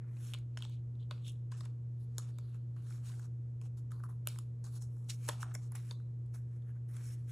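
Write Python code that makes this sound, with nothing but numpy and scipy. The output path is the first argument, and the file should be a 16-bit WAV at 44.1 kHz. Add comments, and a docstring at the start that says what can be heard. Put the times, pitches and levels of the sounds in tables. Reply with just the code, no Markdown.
"""Sticky tabs and paper on a desk

Fingers slide a plastic card of sticky tabs over a desk, pick at the tabs and turn paper pages.
Nails and edges snap: short bursts of force ring decaying modes. Skin and paper rub: coloured noise
swells and fades. A mains hum and a low room rumble stand under it all.
The two microphone ports hear the top of the treble in opposite phase."""
import sys
import numpy as np
from scipy import signal
from scipy.fft import rfft, irfft, next_fast_len
from scipy.io import wavfile
from scipy.ndimage import uniform_filter1d

SR = 44100
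rng = np.random.default_rng(int(sys.argv[2]) if len(sys.argv) > 2 else 0)


def materialize(psi):
    """Save the field psi as 16-bit PCM at rate SR to the path in sys.argv[1].

    A 1-D psi becomes a single channel; in a 2-D psi each row is a channel.
    """
    bounded = np.clip(np.atleast_2d(psi).T, -1, 1)
    quanta = np.round(bounded * 32767).astype(np.int16)
    wavfile.write(sys.argv[1], SR, quanta)


N = 322672  # length [samples]
SIZE = next_fast_len(N + SR)  # FFT length, with spare room at the end
HZ = np.maximum(np.arange(SIZE // 2 + 1) * SR / SIZE, 1)  # pitch of each FFT bin


def amp(db):
    """Turn decibels into gain."""
    return 10 ** (np.asarray(db) / 20)


def rms_one(x):
    """Scale to unit rms."""
    return x / np.sqrt(np.mean(x ** 2) + 1e-20)


def on_grid(points):
    """Read a table of (frequency, value) at every FFT bin, straight lines over log frequency."""
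    hz, value = np.transpose(points)
    return np.interp(np.log(HZ), np.log(hz), value)


def drift(rate_hz):
    """Smooth random wandering with spread 1: white noise through a two-pole low-pass."""
    r = np.exp(-2 * np.pi * rate_hz / SR)
    noise = rng.standard_normal(N + SR)
    wander = signal.lfilter([1], [1, -2 * r, r * r], noise)
    return rms_one(wander[SR:])  # skip the filter's start


def spread(common, apart, likeness):
    """Build left and right spectra from a shared part and a part with opposite sign in each ear."""
    alike = np.clip(on_grid(likeness), -1, 1)
    shared = np.sqrt((1 + alike) / 2) * common
    opposite = np.sqrt((1 - alike) / 2) * apart
    return shared + opposite * [[1], [-1]]


# Steady tones of the mains hum: (frequency [Hz], rms level [dB])
HUM_LINES = [(119.7, -42), (72.3, -70.5), (167.5, -73.5), (240, -72.5), (351.8, -76), (450, -81.5),
             (465, -82.5)]


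def hum():
    """Mains hum: steady sine tones whose levels waver a little, each by itself."""
    t, out = np.arange(N) / SR, 0
    for hz, level_db in HUM_LINES:
        tone = np.sqrt(2) * np.sin(2 * np.pi * (hz * t + rng.random()))
        waver_db = 0.36 * drift(8.0)
        out = out + tone * amp(level_db + waver_db)
    return out


# Rumble and hiss of the quiet room: (frequency [Hz], level per Hz [dB])
ROOM_COLOUR = [(20, -106), (50, -84), (130, -78), (200, -90), (340, -91.5), (400, -97), (480, -95),
               (700, -104), (1400, -115), (2500, -122), (5000, -127), (8000, -126), (10000, -131),
               (13500, -133), (15000, -145)]
# How alike the room is in both ears: (frequency [Hz], likeness [1 same, 0 unrelated, -1 opposite])
ROOM_LIKENESS = [(40, 1), (150, 1), (200, .85), (300, 0.5), (450, 0), (700, -.5), (1200, .0), (2000, 0.2),
                 (5200, 0.06), (6000, 1), (8000, 0.5), (9500, 0)]


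def room_tone():
    """Quiet room: smooth stereo noise, coloured by its table."""
    noise = rfft(rng.standard_normal((2, SIZE)))
    common, apart = noise * amp(on_grid(ROOM_COLOUR)) * np.sqrt(SR / 2)
    return irfft(spread(common, apart, ROOM_LIKENESS), SIZE)[:, :N]


# Slides of skin, card and paper that swell, hold and fade: (time of full pressure [s],
# time to gain 30 dB [s, at least 0.006], hold [s], time to lose 30 dB [s, at least 0.04],
# drag level [dB], scuff level [dB], hiss level [dB], air level [dB],
# drag pitch [Hz], scuff pitch [Hz], breadth [octaves])
SLIDES = [(.01, -11, 0.29, 0.3, -76, -94, -103, -95, 1300, 2400, 0.9),
          (0.244, 0.18, 0.074, 0.04, -71.5, -69.5, -67, -62.5, 1430, 3170, 0.42),
          (0.64, 0.1, .005, 0.07, -69, -65, -66.5, -84, 1180, 3460, 0.54),
          (0.73, 0.24, 0.009, 0.08, -93, -67, -76.5, -79, 1370, 3400, 0.29),
          (1.0, .02, 0.035, 0.05, -94, -74, -89.5, -93.5, 1420, 3450, .17),
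          (1.268, 0.06, 0.018, 0.06, -85, -57, -64.5, -63, 1910, 3320, 0.18),
          (1.319, 0.32, 0.0069, 0.17, -93, -77, -82, -86.5, 1500, 3440, 0.2),
          (1.569, -0.14, 0.04, 0.09, -75, -75.5, -69, -70.5, 1090, 3800, 0.65),
          (1.633, -0.52, 0.026, 0.12, -68.5, -73.5, -78, -76, 1080, 3650, .43),
          (2.004, 0.04, 0.042, 0, -91, -88.5, -86, -74, 1100, 4470, 0.41),
          (2.223, 0.11, 0.018, 0.13, -72, -73.5, -67, -88, 1060, 4160, 0.75),
          (2.286, 0.25, 0.018, -0.55, -72, -76.5, -76, -74.5, 1090, 3750, 0.58),
          (2.462, 0.76, 0.032, 0.3, -91, -80.5, -101, -83, 1110, 3860, 0.35),
          (2.562, 0.3, .003, 0.04, -72.5, -81, -82, -76, 1290, 3040, 0.33),
          (2.848, 0.24, 0.035, 0.5, -77, -82.5, -84, -81, 1220, 3720, 0.33),
          (2.9, 0.12, 0.033, 0.16, -72, -73.5, -67, -65.5, 1360, 3700, 0.42),
          (3.055, 0.05, 0.041, 0.2, -70.5, -68.5, -64.5, -62, 1256, 3600, 0.38),
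          (3.116, 0.24, 0.022, -0.27, -69, -78, -90.5, -89, 1050, 3800, 0.8),
          (3.179, .1, 0.076, -0.16, -72.5, -79, -71.5, -73, 1020, 4200, 0.52),
          (3.637, -0.13, 0.029, -0.02, -73, -79.5, -73, -75, 1000, 3460, 0.41),
          (3.772, 0, 0.016, 0.06, -78, -79, -73.5, -68, 1020, 4190, 0.42),
          (3.908, -0.21, 0.015, -1, -69, -78.5, -73, -82, 1250, 3040, 0.34),
          (4.254, -0.27, .015, -2.1, -73, -86, -84, -81.5, 1240, 3000, 0.24),
          (4.315, 0.03, 0.065, 0.15, -74, -74.5, -76, -70, 1180, 3560, 0.35),
          (4.642, -0.01, 0.018, 0.12, -65.5, -67, -64, -63.5, 1110, 4700, 0.39),
          (4.773, 0.15, 0.0038, -0.05, -67.5, -69, -65, -57, 1100, 4250, 0.43),
          (4.819, 0.03, 0.0027, 0.08, -73, -74.5, -60, -62.5, 1120, 4830, 0.46),
          (4.969, 0.4, 0.031, 0.6, -81.5, -93.5, -82.5, -75, 1040, 3520, 0.23),
          (5.138, 0.1, 0.0087, 0.04, -78, -70, -63.5, -62, 1500, 3930, 0.69),
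          (5.279, 0.22, 0.0038, 0.03, -68.5, -67, -63, -59, 1355, 3290, 0.6),
          (5.416, 0.04, 0.0094, 0, -64, -62, -55, -55.5, 1120, 3470, 0.74),
          (5.444, 0.22, 0.074, -0.1, -64.5, -77.5, -77, -82, 960, 3200, 0.48),
          (5.666, 0.54, 0.0028, -0.08, -73.5, -79.5, -73, -74, 1070, 4480, 0.66),
          (5.9, 0.3, 0.025, 0, -72, -72, -70, -65, 1510, 3300, 0.47),
          (6.343, 0.02, 0.011, 0.08, -68.5, -76, -67.5, -61, 1110, 3460, 0.74),
          (6.752, -0.9, 0.021, 0, -80, -99, -94.5, -85, 1400, 2900, 0.44),
          (6.572, 0.5, 0.0032, -0.3, -82.5, -92, -87.5, -83.5, 1510, 2650, 0.45),
          (6.684, 0.15, 0.023, 0.05, -77.5, -86.5, -88, -78.5, 1590, 2900, 0.24),
          (6.939, 0.05, 0.019, 0.6, -70.5, -75.5, -70.5, -67.5, 1440, 3200, 0.65),
          (7.056, 0.15, 0.084, -0.9, -74, -74, -65.5, -62, 1780, 3080, 0.55),
          (7.292, 0.04, .04, -10, -71, -73, -67, -64, 1690, 3070, 0.4)]
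# Rustles that a snap sets off at once and that die away: (time [s],
# time to lose 30 dB [s, at least 0.04], drag level [dB], scuff level [dB], hiss level [dB],
# air level [dB], drag pitch [Hz], scuff pitch [Hz], breadth [octaves])
RUSTLES = [(0.342, 0.09, -70, -60, -68, -81, 1230, 3320, 0.72),
           (0.578, -0.02, -81, -72, -63, -85, 1180, 3410, .4),
           (1.11, 0.21, -64.5, -66.5, -74.5, -75, 990, 3450, 0.45),
           (1.519, 0.16, -63.5, -68, -67.5, -79, 1190, 3160, 0.5),
           (2.187, -0.21, -57, -68, -56, -73, 1050, 4230, 0.3),
           (2.389, 0, -77, -96, -74, -96, 980, 4110, 0.44),
           (2.767, 0.35, -76.5, -79, -92, -75.5, 1020, 3750, 0.57),
           (3.619, 0.06, -73, -85.5, -73, -74, 980, 3360, 0.49),
           (3.918, 0.28, -67, -79, -81, -71, 1090, 4240, 0.25),
           (4.04, 0.05, -52.5, -79, -71, -59, 1130, 4500, 0.099),
           (4.094, 0.1, -59.5, -82.5, -76, -64.5, 1040, 3590, 0.17),
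           (4.273, 0.18, -70, -60.5, -65, -67, 1210, 3450, 0.56),
           (4.39, 0.06, -90, -78, -74, -67, 1130, 3480, 0.49),
           (5.098, 0.0546, -56.5, -48.5, -45, -49, 1850, 3950, 0.48),
           (5.284, .17, -51, -56, -56, -59, 960, 3520, 0.59),
           (5.553, -0.3, -74, -75, -73, -83, 990, 4000, 0.68),
           (5.722, -0.13, -63.5, -82, -83, -73, 1170, 3550, 0.76),
           (5.754, 0.12, -59.5, -63.5, -62, -55.5, 1210, 3290, 0.88),
           (5.914, 0.25, -69, -74.5, -80.5, -78, 1020, 3950, .06),
           (6.889, 0.5, -74, -84, -80, -67.5, 1520, 2750, 0.46)]


def pressure(s):
    """Power of each rustle and slide at the times s, 1 at full pressure, plus their colour columns."""
    rustle_rise_s, rustle_hold_s = 0.012, 0
    rustles = [(at, rustle_rise_s, rustle_hold_s, *rest) for at, *rest in RUSTLES]
    rows = np.array(rustles + SLIDES)
    at, rise, hold, fall = rows[:, :4].T[:, :, None]
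    rise, fall = np.maximum(rise, .006), np.maximum(fall, .04)  # nothing starts or stops dead
    before, after = np.maximum(at - s, 0), np.maximum(s - at - hold, 0)
    db = -30 * (before / rise + after / fall)
    return amp(2 * np.maximum(db, -600)), rows[:, 4:].T


# How alike rubbing and echo are in both ears: (frequency [Hz], likeness [1 same, 0 unrelated])
RUB_LIKENESS = [(500, 0.24), (1000, 0.099), (1500, 1), (2800, 0.78), (3600, 0.91), (5200, 0.3), (6000, 1),
                (8000, 1), (16000, 1)]


def slips(colour, grain_db, crackle):
    """Dense slips of uneven size in one colour, with lone larger catches among them, rms 1."""
    catches_per_s = 220
    grains = rng.standard_normal((2, N)) * amp(grain_db * drift(440))
    caught = rng.random(N) < catches_per_s / SR
    grains[0] *= 1 + crackle * caught
    common, apart = rfft(grains, SIZE) * amp(on_grid(colour))
    return rms_one(irfft(spread(common, apart, RUB_LIKENESS), SIZE)[:, :N])


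def focus(x, s, centre_hz, breadth):
    """A resonance that moves with the free length of card; it keeps the loudness."""
    hz, t, cells = signal.stft(x, SR, nperseg=256)
    octaves = np.maximum(np.interp(t, s, breadth), .04)
    centre = np.interp(t, s, centre_hz)
    off = np.log2(np.maximum(hz[:, None], 1) / centre) / octaves
    bump = 1 / np.sqrt(1 + off ** 4)
    mean_power = np.mean(np.abs(cells) ** 2, axis=(0, 2))[:, None]
    power_kept = np.sum(mean_power * bump ** 2, axis=0) / np.sum(mean_power)
    bump /= np.sqrt(power_kept)
    return signal.istft(cells * bump, nperseg=256)[1][:, :N]


# Colour of each kind of rubbing, low to high: (frequency [Hz], relative level per Hz [dB])
DRAG_COLOUR = [(350, -34.5), (650, 5), (900, 1), (2100, -1), (2500, -3.5), (3200, -43)]
SCUFF_COLOUR = [(1500, -42), (2200, 2.5), (3400, -4), (4600, -1), (5100, -7.5), (6500, -37)]
HISS_COLOUR = [(4200, -45), (5300, 5), (5800, 3.5), (6800, 3.5), (8500, 3.5), (9500, -2), (11500, -43.5)]
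AIR_COLOUR = [(7000, -37.5), (9000, -5), (11000, 5.5), (14500, -0.5), (15800, -2), (16200, -42.5)]


def rubbing(flutter_db, scratch_db):
    """Drag, scuff, hiss and air add the power of all contacts; louder ones steer pitch and breadth."""
    s = np.arange(0, N / SR + .001, .001)
    power, (*levels, drag_hz, scuff_hz, octaves) = pressure(s)
    shares = [amp(2 * level_db)[:, None] * power for level_db in levels]

    def blend(share, value):
        """Average over the contacts, weighted by their power."""
        return np.sum(share * value[:, None], axis=0) / np.sum(share, axis=0)

    drag = slips(DRAG_COLOUR, grain_db=0.5, crackle=6)
    drag = focus(drag, s, blend(shares[0], drag_hz), blend(shares[0], octaves))
    scuff = slips(SCUFF_COLOUR, grain_db=0.5, crackle=6)
    scuff = focus(scuff, s, blend(shares[1], scuff_hz), blend(shares[1], octaves))
    hiss = slips(HISS_COLOUR, grain_db=1.0, crackle=6)
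    air = slips(AIR_COLOUR, grain_db=1.5, crackle=4.7)
    t, out = np.arange(N) / SR, 0
    for layer, share in zip((drag, scuff, hiss, air), shares):
        loudness = np.sqrt(np.sum(share, axis=0))
        out = out + layer * np.interp(t, s, loudness)
    # flutter and scratches catch all colours at once
    stroke = amp(flutter_db * drift(30)) * rms_one(amp(scratch_db * drift(160)))
    return stroke * out


def patchy(x, patch_db):
    """The contact keeps changing shape, so narrow bands swell and fade by chance."""
    cells = signal.stft(x, nperseg=256)[2]
    field = rng.standard_normal(cells.shape[1:])
    field = uniform_filter1d(field, size=3, axis=0)  # over neighbouring bands
    field = uniform_filter1d(field, size=25, axis=1)  # over time
    return signal.istft(cells * amp(patch_db * rms_one(field)), nperseg=256)[1][:, :N]


def ring(force, hz, t60):
    """One decaying mode for each row of force, at a pitch of its own: a two-pole resonator."""
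    r, w = amp(-60 / (t60 * SR)), 2 * np.pi * hz[:, None] / SR
    back = np.exp(-2j * np.pi * np.arange(2049) / 4096)  # a delay of one sample
    response = np.sin(w) * back / (1 - 2 * r * np.cos(w) * back + (r * back) ** 2)
    return irfft(rfft(force, 4096) * response, 4096)


# Snaps of nail, card and page: (time [s], thud peak [dB], card peak [dB], crack peak [dB],
# thud pitch [Hz], card pitch [Hz], crack pitch [Hz], burst length [ms],
# optional: fall-off of thud and card modes away from the pitch [dB per octave])
SNAPS = [(0.165, -68, -58.5, -64, 1010, 2242, 7420, 6.3),
         (0.336, -49, -33, -33.5, 1620, 3130, 5650, 0.8, 14),
         (0.341, -56.5, -37, -39, 1010, 3400, 6800, 0.8), (0.346, -48.5, -44, -49, 1010, 3199, 6800, 1.5),
         (0.386, -67, -75, -53.5, 770, 2220, 6939, 2), (0.588, -66, -55, -51, 1000, 2980, 6500, 1.5),
         (0.633, -66, -52, -63, 1000, 3120, 6038, 1), (0.573, -49, -36, -39, 1050, 2400, 5530, 1, 7),
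         (0.605, -56, -54, -59, 832, 3800, 5820, 1.3), (0.623, -53, -35, -41, 1020, 3323, 6970, 1, 18),
         (0.65, -51.5, -42, -52, 810, 3480, 6140, 1), (0.696, -61.5, -61, -55, 1010, 2360, 7600, 1.7),
         (0.953, -80, -66, -73, 783, 3329, 6260, 1.6), (1.11, -37, -36.5, -44.5, 1316, 3500, 5900, 1.5, 9),
         (1.112, -43, -48, -69, 320, 3460, 5600, 2, 8), (1.266, -78, -49, -71, 751, 3356, 6500, 1.2),
         (1.279, -72, -49.5, -45.5, 751, 3330, 6430, 2.8), (1.285, -81, -53, -62, 751, 3400, 6400, 3, 20),
         (1.296, -78, -62, -44, 751, 3510, 6360, 1.5), (1.318, -76, -77, -55.5, 861, 3360, 6890, 3.3),
         (1.518, -49.5, -52, -54, 1040, 3610.5, 6852, 4.1), (1.607, -49, -46, -49, 1050, 4150, 5740, 2.5),
         (1.652, -52.5, -53.5, -50, 959, 2730, 6700, 4.2),
         (2.182, -39, -35, -24.5, 1240, 4004, 6878, .8, 3), (2.196, -52, -56, -48, 1200, 4200, 7000, 2),
         (2.385, -51, -50.5, -46, 910, 3800, 7640, 1.64), (2.545, -61, -64, -59, 1180, 2420, 5770, 1.5),
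         (2.763, -57, -74, -67, 1110, 2530, 5399.5, 3.9), (2.905, -55.5, -72, -55, 1140, 3301, 5500, 2.3),
         (2.924, -82, -56, -72, 1460, 2150, 6550, 1.6), (2.981, -64, -63.5, -73, 1300, 2600, 6000, 1),
         (3.098, -55, -66, -68, 1050, 2600, 6000, 2), (3.117, -67, -59, -70, 1200, 3028, 6000, 2),
         (3.194, -53, -67, -55.5, 1190, 2750, 7140, 3.4), (3.614, -55.5, -54, -54, 1060, 2570, 8369.5, 1.4),
         (3.918, -48, -58, -45, 1350, 3800, 10398, 1.3, 16),
         (3.996, -61.5, -85, -64, 1040, 2068.5, 10100, 1.4),
         (4.037, -45.5, -68, -55, 1300, 4000, 10100, 1.5, 43),
         (6, -58.5, -78, -77, 1250, 4000, 10197, 2, 27), (4.063, -59, -82, -75, 1298, 4000, 10200, 1.5, 32),
         (4.088, -55, -84, -62, 1000, 2050, 10250, 2, 25), (4, -56, -80, -75, 1199.5, 2097, 9300, 3, 32),
         (4.102, -57, -71, -76, 890, 2110, 9320, 1.6), (4.272, -37.5, -31, -19.5, 1330, 3090, 10570, .9, 6),
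         (4.285, -65, -64, -38, 832, 2900, 5109, 2.4), (4.359, -52, -66, -52, 934, 2990, 5320, 0.92),
         (4.38, -63.5, -71.5, -70, 1260, 3400, 9000, 1), (4.387, -48, -49, -36.5, 1190, 3440, 8499, 1.2),
         (4.724, -67, -69, -54, 1290, 4623, 11101, 1.5), (4.762, -72, -66, -51.5, 1270, 3419.5, 7950, 3.6),
         (4.822, -63, -80, -43, 764, 4688, 6940, 1.35), (4.967, -62, -82, -63, 780, 2000, 8200, 2.1),
         (5.088, -61, -64, -44, 751, 2029, 9200, 1.6), (5.097, -56.5, -46, -42, 1220, 4597, 6980, 4.5, 10),
         (5.28, -60, -62, -39.5, 1030, 2180, 7990, 3.7), (5.288, -25, -33.5, -22, 980, 3277, 6718, 1.66, 8),
         (5.294, -33.5, -35, -36, 970, 3940, 6900, 1.6),
         (5.429, -31.5, -39, -35, 1300, 2330, 5540, 1.16, 14), (5.441, -53, -70, -73, 1300, 2400, 5800, 4),
         (5.465, -64, -77, -80, 1200, 2400, 5760, 2.5), (5.512, -51.5, -80, -84, 1250, 2060, 5830, 3),
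         (5.539, -51, -70, -43.5, 1500, 2807, 7598, 7.2),
         (5.55, -37.5, -38.5, -32, 1598, 2070, 5525, 2.2, 13.5),
         (5.554, -46.5, -75, -75, 640, 2087, 5597, 3.4), (5.719, -53.5, -73, -43, 990, 2212, 11000, 2.2),
         (5.752, -52, -61, -40, 1480, 2200, 7200, 4), (5.912, -45, -55, -70, 960, 2100, 5500, 2, 6),
         (5.91, -60, -37, -43, 1130, 3930, 5202, 2, 35), (6.261, -78, -81, -68, 800, 3470.5, 8500, 3),
         (6.345, -61, -62.5, -58.5, 1100, 3900, 6240, 4), (6.622, -76, -69.5, -74, 759, 3501, 7999, 1.2),
         (6.691, -64, -65, -81.5, 800, 2000, 5100, 1.5), (6.965, -61, -55, -48, 1030, 2071, 8050, 3.8),
         (7.112, -64, -65, -72, 1600, 2100, 5800, 2)]
# What the card and page ring with: (frequency [Hz], relative level [dB], time to lose 60 dB [s])
THUD_MODES = [(306, -9.5, 0.018), (584, -2, 0.019), (883, -7, 0.01), (960, 0.5, 0.013), (1320, 2, 0.007),
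              (1700, 5, 0.004)]
CARD_MODES = [(2080, 2, 0.0035), (2590, 2, 0.0035), (3450, 3, 0.0045), (4400, 3, 0.0035)]
CRACK_MODES = [(5660, 0, 0.0062), (6900, 4, 0.0049), (8560, 8.5, 0.0013), (10220, 8, 0.0046),
               (11600, 10, 0.003), (13760, 2, 0.0029), (15100, -9, 0.0011), (15900, -4, 0.0018)]


def snaps(scatter_db, tick, thud_lag_ms, low_cut_hz):
    """Uneven bursts of force ring modes; the grip shifts them so the nearest lands on the pitch."""
    usual_focus_db, crack_focus_db = 13, 9  # fall-off away from the pitch [dB per octave]
    rows = np.array([(*row, usual_focus_db)[:9] for row in SNAPS])
    out, steps = np.zeros(N + 4096), np.arange(900)
    length_ms = np.clip(rows[:, 7:8], .2, 10)
    phase = steps / SR / (length_ms / 1000)
    bursts = rng.standard_normal(phase.shape) * phase * np.exp(-2 * phase)
    bursts /= np.sqrt(np.sum(bursts ** 2, axis=1, keepdims=True))
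    bursts[:, 12] += tick / length_ms[:, 0]  # the first break, sharpest in short snaps
    for column, modes in enumerate([THUD_MODES, CARD_MODES, CRACK_MODES], start=1):
        luck = rng.standard_normal((len(rows), len(modes)))
        pitch = rows[:, column + 3]
        octaves_off = np.log2(np.array(modes)[:, 0] / pitch[:, None])
        nearest = np.abs(octaves_off).argmin(axis=1)[:, None]
        octaves_off -= np.take_along_axis(octaves_off, nearest, axis=1)
        focus_db = rows[:, 8] if column < 3 else crack_focus_db
        sound = 0
        for k, (_, level_db, t60) in enumerate(modes):
            mode_hz = np.minimum(pitch * 2 ** octaves_off[:, k], .45 * SR)
            rung = ring(bursts, mode_hz, t60)
            swing = np.abs(rung).max(axis=1)
            swing = np.maximum(swing, .7 * np.median(swing))  # weak swings are not forced up
            gain = amp(level_db - focus_db * np.abs(octaves_off[:, k]) + scatter_db * luck[:, k])
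            sound = sound + rung * (gain / swing)[:, None] * (-1) ** k
        lag_ms = thud_lag_ms if column == 1 else 0  # the body answers after the edge
        start = rows[:, :1] + lag_ms / 1000
        peak = amp(rows[:, column]) / np.abs(sound).max(axis=1)
        np.add.at(out, (start * SR).astype(int) + np.arange(4096), sound * peak[:, None])
    # a small card radiates no bass
    low_cut = signal.butter(2, low_cut_hz, "high", fs=SR, output="sos")
    return signal.sosfilt(low_cut, out[:N])


# Balance of direct sound and bounce in the snaps: (frequency [Hz], likeness [1 direct only, 0 equal])
SNAP_LIKENESS = [(300, 0.91), (600, 0), (1000, 0.8), (2500, 1), (3600, 0.97), (5200, 0.3), (6000, 1),
                 (16000, 0.7)]


def placed(x, bounce_ms):
    """A bounce off the desk top adds to one ear and takes from the other."""
    direct = rfft(x, SIZE)
    bounce = -direct * np.exp(-2j * np.pi * HZ * bounce_ms / 1000)
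    return irfft(spread(direct, bounce, SNAP_LIKENESS), SIZE)[:, :N]


def echo(x):
    """The small room answers with a dying, dulled wash of noise, partly different in each ear."""
    t60_s, level_db, cut_hz, start_s = 0.2, -12, 18000, 0.0057
    t = np.arange(SR // 2) / SR
    decay = amp(-60 * t / t60_s) * np.clip(t / start_s, 0, 1) ** 2
    noise = rng.standard_normal((2, len(t))) * decay / np.sqrt(np.sum(decay ** 2))
    common, apart = rfft(noise, SIZE)
    wash = spread(common, apart, RUB_LIKENESS) / np.sqrt(1 + (HZ / cut_hz) ** 2)
    return amp(level_db) * irfft(rfft(x, SIZE) * wash, SIZE)[:, :N]


def scene():
    """Hands at work over the hum and the room; only the snaps are echoed."""
    rustle = patchy(rubbing(flutter_db=1.03, scratch_db=0.7), patch_db=2.0)
    hits = snaps(scatter_db=2.0, tick=1.17, thud_lag_ms=.5, low_cut_hz=310)
    return hum() + room_tone() + rustle + placed(hits, bounce_ms=0.93) + echo(hits)


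# Phase by which the left port leads the right: (frequency [Hz], phase [radians])
PORT_PHASE = [(3600, 0), (4600, -.8), (5300, .8), (6000, 0), (7500, -.1), (9000, -1.1), (11000, -2.1),
              (13000, -3.1), (17000, -3.14)]


def record(dry):
    """The ports turn the phase of each side by half their difference; the top is cut."""
    turn = np.exp(.5j * on_grid(PORT_PHASE) * [[1], [-1]])
    heard = irfft(rfft(dry, SIZE) * turn, SIZE)[:, :N]
    top_cut = signal.cheby2(20, 60, 17100, fs=SR, output="sos")  # 60 dB down from 17100 Hz up
    return signal.sosfilt(top_cut, heard)


dry = scene()
out = record(dry)
materialize(out)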